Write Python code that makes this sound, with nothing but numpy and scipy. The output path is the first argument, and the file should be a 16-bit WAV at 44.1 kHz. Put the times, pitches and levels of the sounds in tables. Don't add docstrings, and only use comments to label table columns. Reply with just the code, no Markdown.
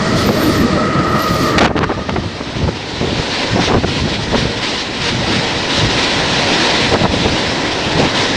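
import sys
import numpy as np
from scipy import signal
from scipy.fft import rfft, irfft, next_fast_len
from scipy.io import wavfile
from scipy.ndimage import uniform_filter1d, map_coordinates

SR = 44100
rng = np.random.default_rng(int(sys.argv[2]) if len(sys.argv) > 2 else 0)


def to_wav(sig):
    pcm = np.clip(np.atleast_2d(sig), -1, 1) * 32767
    pcm = np.round(pcm).astype(np.int16)
    wavfile.write(sys.argv[1], SR, pcm.T)


N = 368676
TIME = np.arange(N) / SR
TOP_HZ = 14800


# start in seconds, length in seconds, level in dB.
GUSTS = [(0.038, 0.7, -21.5), (0.923, 0.23, -24), (1.312, 0.24, -22), (1.62, 0.085, -11.5),
         (1.792, 0.036, -15), (2, 0.25, -20.5), (2.587, 0.12, -18), (3.05, 0.13, -22.5),
         (3.558, 0.355, -20.5), (3.99, 0.45, -20.5), (5.11, 0.26, -23), (5.574, 0.043, -27),
         (5.82, 0.15, -21.5), (6.21, 0.27, -23.5), (6.84, .12, -21), (7.024, 0.042, -19),
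         (7.167, 0.17, -19), (7.928, 0.13, -20.5)]
GUST_RISE_S, GUST_FALL_S, LULL_DB = 0.07, 0.051, -29.5
# frequency in Hz, density in dB per Hz.
SLIPSTREAM_SPECTRUM = [(15, -24), (30, -13), (60, 5), (110, 8.5), (200, 4.5), (400, -4.5), (1200, -92)]
EDDIES_PER_S, EDDY_S, EDDY_DB, EDDY_HZ = 14, 0.012, -1, 420
# start in seconds, length in seconds, level in dB before the port, brightness in Hz.
BUFFETS = [(.288, 0.023, -8.5, 555), (.289, 0.0043, -10, 1100), (.42, 0.094, -18.5, 396),
           (.6, 0.037, -14.5, 350), (.748, 0.03, -16.5, 795), (1.58, 0.013, -5, 5270),
           (1.572, 0.036, -14.5, 1500), (1.608, 0.012, -2.5, 4316), (1.605, 0.075, -6, 1710),
           (1.621, 0.026, -1.5, 4100), (1.623, 0.04, -4, 330), (1.643, 0.018, 2.5, 4160),
           (1.673, 0.0098, -4.5, 3200), (1.659, 0.0087, -13, 2600), (1.692, 0.025, -5.5, 850),
           (1.753, 0.014, -7, 450), (1.764, 0.019, -7.5, 2710), (1.79, 0.0016, 1.5, 3580),
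           (1.803, 0.044, -13.5, 1390), (1.812, 0.012, -21, 2400), (1.829, 0.015, -9.5, 2700),
           (1.892, 0.022, -15, 1200), (1.898, 0.0061, -22, 2300), (1.915, 0.011, -14.5, 1300),
           (1.968, 0.025, -18.5, 650), (2.086, 0.023, -17.5, 1200), (2.093, 0.003, -11, 2800),
           (2.156, 0.022, -18.5, 1400), (2.159, 0.006, -13.5, 1700), (2.403, 0.031, -24, 400),
           (2.409, 0.0035, -14.5, 1100), (2.557, 0.013, -19, 500), (2.611, 0.043, -20, 520),
           (2.676, 0.015, -15, 850), (3.011, 0.042, -15.5, 490), (3.066, 0.067, -18, 450),
           (3.193, 0.0066, -10.5, 450), (3.555, 0.047, -14, 760), (3.635, 0.0063, -12, 1010),
           (3.677, 0.051, -13, 990), (3.736, 0.019, -11, 1350), (3.742, 0.015, -7.5, 400),
           (3.76, 0.023, -14, 700), (3.834, 0.005, -12.5, 1290), (3.843, 0.0057, -6, 900),
           (4.326, 0.017, -14.5, 700), (4.344, 0.016, -9.5, 1240), (4.379, 0.0054, -9.5, 450),
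           (4.424, 0.082, -20, 350), (4.452, .015, -16, 520), (6.91, 0.062, -13.5, 650),
           (6.937, 0.026, -9, 1250), (6.944, 0.012, -6.5, 900), (7.008, 0.018, -13, 600),
           (7.034, 0.029, -9.5, 900), (7.051, 0.0089, -8, 1000), (7.134, 0.0089, -12, 543),
           (7.248, 0.019, -10, 560), (7.295, .014, -18, 450), (7.96, 0.092, -12, 583)]

# time in seconds, whine in Hz, relative whine level in dB, blower level in dB.
DRIVE = [(0, 1278, -27.5, -29), (.21, 1291, -27, -18), (.35, 1262, -33.5, -22), (.5, 1261, -26.5, -20.5),
         (.62, 1242, -26, -21), (.8, 1260, -27, -22.5), (.97, 1304, -29, -21), (1.15, 1246, -24.5, -22),
         (1.29, 1276, -29, -26), (1.53, 1221, -24.5, -17.5)]
# multiple of the mesh rate, width in Hz, relative level in dB.
MESH_ORDERS = [(1, 24, -2.5), (2, 117, 2.5), (3, 135, -2)]
# centre in Hz, width in Hz, relative level in dB.
DUCTS = [(221, 130, -5.5), (323, 85, 4), (438, 37, -3), (587, 90, -12.5)]
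# start in seconds, length in seconds, level in dB.
OUTLETS = [(0.272, 0.23, -34), (1.228, 0.19, -35)]
# frequency in Hz, density in dB per Hz.
COOLING_SPECTRUM = [(5000, -23), (9500, -0.5), (11000, -7), (12700, 3), (14500, -1.5)]
# start in seconds, length in seconds, pitch in Hz, Doppler glide in Hz per second, level in dB.
AXLES = [(.82, 0.37, 1274, -150, -24.5), (0.942, .36, 1330, -190, -25), (1.249, .27, 1258, -250, -23.5),
         (1.39, 0.16, 1288, -160, -26.5)]
# start in seconds, length in seconds, pitch in Hz, glide in Hz per second, level in dB.
SURGES = [(.14, .03, 636, 0, -24.5), (0.253, 0.065, 205, 201, -15.5), (0.307, 0.038, 387, 302, -17),
          (0.311, .06, 520, 1299, -22.5), (0.428, 0.065, 288, 600.5, -16), (.48, .05, 540, 1, -29),
          (.59, 0.062, 254.6, -150, -12.5), (.65, .045, 440, 1299.5, -21), (.7, .03, 180, -400, -16.5),
          (.765, .09, 580, 650, -21)]

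# time in seconds, relative level in dB.
ROLLING_EFFORT = [(0, -33.5), (.5, -32), (.9, -38.5), (1.13, -38), (1.22, -33.5), (1.52, -35), (1.75, -38),
                  (2.3, -32.5), (2.85, -30), (3.18, -25.5), (3.45, -22), (3.8, -29.5), (4.15, -26.5),
                  (4.5, -26), (4.92, -27.5), (5.45, -22), (5.65, -23), (6.25, -19.5), (6.65, -17.5),
                  (6.85, -19), (7.05, -24), (7.4, -21), (7.75, -23.5), (8.36, -21)]
# start in seconds, length in seconds, swell in dB.
BOGIES = [(0.174, 0.041, 3.5), (0.508, 0.055, 2.5), (1.39, 0.1, 2.5), (3.226, 0.049, 1), (3.617, 0.05, 6),
          (3.877, 0.12, 4.5), (4.077, 0.049, 2.5), (4.379, 0.022, 5), (4.633, 0.064, 7),
          (4.754, 0.055, 3.5), (5.022, 0.072, 6.5), (5.283, 0.061, 3), (5.71, 0.088, 3.5), (5.91, 0.15, 2),
          (7.187, 0.019, 1), (7.992, 0.011, 3), (8.16, 0.06, 3.5)]
BOGIE_RISE_S, BOGIE_FALL_S = 0.015, 0.038
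# frequency in Hz, density in dB per Hz.
LOCO_HISS = [(1240, -18), (2100, 1.5), (2380, -0.5), (2590, -1.5), (2970, 1), (4500, 4.5), (8750, -14),
             (10500, -32), (11000, -52), (14300, -42), (22000, -120)]
WAGON_HISS = [(650, -33), (1100, -9), (1280, -3.5), (1890, -3), (2300, 0), (3960, 0), (5440, -5.5),
              (6800, -15), (8240, -21), (9400, -28), (11000, -57), (14500, -53.5)]
LOCO_RUMBLE = [(50, -10.5), (130, 6), (230, 7.5), (350, -6.5), (520, 1), (800, -6.5), (1100, -6.5),
               (1900, -12), (3000, -16.5), (6000, -69)]
WAGON_RUMBLE = [(60, -10.5), (150, -2), (290, 4), (420, 0.5), (680, -1.5), (900, -2.5), (1200, -12),
                (2000, -5.5), (4000, -80.5)]
LOCO_RUMBLE_DB, WAGON_RUMBLE_DB, REFERENCE_DB, RUMBLE_FOLLOWS = -17.5, -22.5, -24.5, 0.69
RUMBLE_GROWS_DB_PER_S = 0.61
# centre in Hz, width in Hz, relative level in dB.
WHEEL_RINGS = [(476, 21, -11.5), (566, 39, -14.5), (978, 140, -9.5), (1905, 150, -14.5), (3870, 280, -13)]


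def amp(db):
    return 10 ** (np.asarray(db) / 20)


def unit(x):
    return x / np.sqrt(np.mean(np.abs(x) ** 2) + 1e-20)


def curves(rows):
    times, *columns = np.transpose(rows)
    return [np.interp(TIME, times, column) for column in columns]


def wobble(rate):
    knots = rng.standard_normal(int(N * rate / SR) + 4)
    return map_coordinates(knots, [TIME * rate])


def swell(start, hold, rise, fall):
    before = np.minimum(TIME - start, 0) / rise
    after = np.maximum(TIME - start - hold, 0) / fall
    return np.exp(-before ** 2 - after ** 2)


def filtered(x, response):
    size = next_fast_len(len(x) + 8192)
    spectrum = rfft(x, size) * response(np.fft.rfftfreq(size, 1 / SR))
    return irfft(spectrum, size)[:len(x)]


def rush(spectrum, patchy_db):
    z = signal.stft(rng.standard_normal(N), nperseg=512)[2]
    field = uniform_filter1d(rng.standard_normal(z.shape), size=8, axis=0)
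    field = uniform_filter1d(field, size=10, axis=1)
    noise = signal.istft(z * amp(patchy_db * unit(field)), nperseg=512)[1][:N]
    f, db = np.transpose(spectrum)
    return unit(filtered(noise, lambda hz: amp(np.interp(np.log(hz + 1), np.log(f), db))))


def resonance(centre_hz, width_hz):
    noise = rng.standard_normal(N)
    return unit(filtered(noise, lambda hz: 1 / (1 + ((hz - centre_hz) / width_hz * 1.47) ** 2)))


def phase_of(hz):
    return 2 * np.pi * np.cumsum(hz) / SR


def fuzzy_tone(phase, width_hz):
    def drift():
        return filtered(rng.standard_normal(N), lambda hz: 1 / (1 + (hz / width_hz * 1.5) ** 2))
    return unit(drift() * np.cos(phase) + drift() * np.sin(phase))


def handover(loco, wagons, at=1.64, span=0.29):
    share = np.clip((TIME - at) / span + .5, 0, 1)
    return np.sqrt(1 - share) * loco + np.sqrt(share) * wagons


def wind():
    gusts = [amp(db) * swell(s, length, GUST_RISE_S, GUST_FALL_S) for s, length, db in GUSTS]
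    return np.hypot(amp(LULL_DB), np.max(gusts, axis=0))


def slipstream(flow):
    flutter = amp(0.91 * wobble(rate=43))
    return flow * unit(flutter * rush(SLIPSTREAM_SPECTRUM, patchy_db=2.5))


def gust_eddies(flow):
    chance = rng.standard_normal((int(EDDIES_PER_S * N / SR), 3))
    times = (np.arange(len(chance)) + .5 + .3 * chance[:, 0]) / EDDIES_PER_S
    times = np.clip(times, 0, TIME[-1])
    flow_db = 20 * np.log10(np.interp(times, TIME, flow))
    return [(s, EDDY_S * np.exp(0.47 * longer), db + EDDY_DB, EDDY_HZ * np.exp(0.4 * brighter))
            for s, db, (_, longer, brighter) in zip(times, flow_db, chance)]


def buffets(eddies, edge_s=0.0018, wake=0.16, low_hz=95, steep=1.76, tilt=0.97, lumpy_db=3, port_hz=6800):
    out = np.zeros(N + SR)
    t = np.arange(SR // 5) / SR
    for s, length, db, bright_hz in eddies:
        decay = np.exp(-np.maximum(t - length, 0) / (wake * length))
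        gate = np.clip(t / edge_s, 0, 1) * decay
        swirls = unit(uniform_filter1d(rng.standard_normal(len(t)), size=70))
        pressure = rng.standard_normal(len(t)) * amp(lumpy_db * swirls)
        corner_hz = low_hz + 0.025 * bright_hz

        def colour(hz):
            hump = (hz / (hz + corner_hz)) ** 2 * (1 + hz / corner_hz) ** -tilt
            return hump / np.sqrt(1 + (hz / bright_hz) ** (2 * steep))

        burst = gate * filtered(pressure, colour)
        out[round(s * SR):][:len(t)] += amp(db) * unit(burst) * np.sqrt(np.mean(gate ** 2))
    return filtered(out[:N], lambda hz: 1 / np.sqrt(1 + (hz / port_hz) ** 8))


def growl(fade_s=0.013, width_hz=30):
    return sum(amp(db) * swell(s, length, fade_s, fade_s)
               * fuzzy_tone(phase_of(hz + glide * (TIME - s)), width_hz)
               for s, length, hz, glide, db in SURGES)


def near_axles(fade_s=0.023, flutter_hz=5):
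    total = np.zeros(N)
    for s, length, hz, glide, db in AXLES:
        pitch_hz = hz + glide * (TIME - s) + flutter_hz * wobble(rate=45)
        total += amp(db) * swell(s, length, fade_s, fade_s) * unit(np.sin(phase_of(pitch_hz)))
    return total


def locomotives(outlet_fade_s=0.11):
    whine_hz, whine_db, blower_db = curves(DRIVE)
    mesh_phase = phase_of(whine_hz + 10 * wobble(rate=40)) / 2
    gears = sum(amp(db) * fuzzy_tone(round(order) * mesh_phase, width) for order, width, db in MESH_ORDERS)
    blowers = unit(sum(amp(db) * resonance(hz, width) for hz, width, db in DUCTS))
    gone_s = np.maximum(TIME - DRIVE[-1][0], 0)
    drive = amp(whine_db - 23.6 * gone_s) * gears + amp(blower_db - 34 * gone_s) * blowers
    beam = sum(amp(db) * swell(s, length, outlet_fade_s, outlet_fade_s) for s, length, db in OUTLETS)
    return drive + near_axles() + growl() + beam * rush(COOLING_SPECTRUM, patchy_db=7.0)


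def wheel_rings(pitch_spread=.012, uneven_db=1.0):
    shift = 1 + pitch_spread * wobble(rate=5)
    return sum(amp(db) * unit(amp(uneven_db * wobble(rate=7)) * fuzzy_tone(phase_of(hz * shift), width))
               for hz, width, db in WHEEL_RINGS)


def rolling():
    effort_db, = curves(ROLLING_EFFORT)
    bogie_db = sum(db * swell(s, length, BOGIE_RISE_S, BOGIE_FALL_S) for s, length, db in BOGIES)
    tread_db = 0.83 * wobble(rate=55)
    loco_hiss = amp(7.5) * rush(LOCO_HISS, patchy_db=0.5)
    wagon_hiss = amp(2.0) * rush(WAGON_HISS, patchy_db=1.1) + wheel_rings()
    hiss = amp(effort_db + bogie_db + tread_db) * handover(loco_hiss, wagon_hiss)

    rumble_db = WAGON_RUMBLE_DB + RUMBLE_FOLLOWS * (effort_db - REFERENCE_DB)
    rumble_db += RUMBLE_GROWS_DB_PER_S * (TIME - TIME.mean())
    loco_rumble = amp(LOCO_RUMBLE_DB) * rush(LOCO_RUMBLE, patchy_db=2)
    wagon_rumble = amp(rumble_db) * rush(WAGON_RUMBLE, patchy_db=1.15)
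    rumble = amp(0.16 * wobble(rate=23)) * handover(loco_rumble, wagon_rumble)
    return hiss + rumble


def scene():
    flow = wind()
    eddies = [*BUFFETS, *gust_eddies(flow)]
    mono = slipstream(flow) + buffets(eddies) + locomotives() + rolling()
    return np.array([mono, mono])


def limiter(x, ceiling_db=-7, release_db=60):
    power = np.abs(uniform_filter1d(x ** 2, size=220))
    over_db = np.maximum(10 * np.log10(power + 1e-12) - ceiling_db, 0)
    held_db = np.maximum.accumulate(over_db + release_db * TIME) - release_db * TIME
    return x * amp(-uniform_filter1d(held_db, size=128))


def record(dry):
    held = np.array([limiter(x) for x in dry])
    clipped = held / (1 + held ** 8) ** (1 / 8)
    return np.array([filtered(x, lambda hz: hz < TOP_HZ) for x in clipped])


dry = scene()
out = record(dry)
to_wav(out)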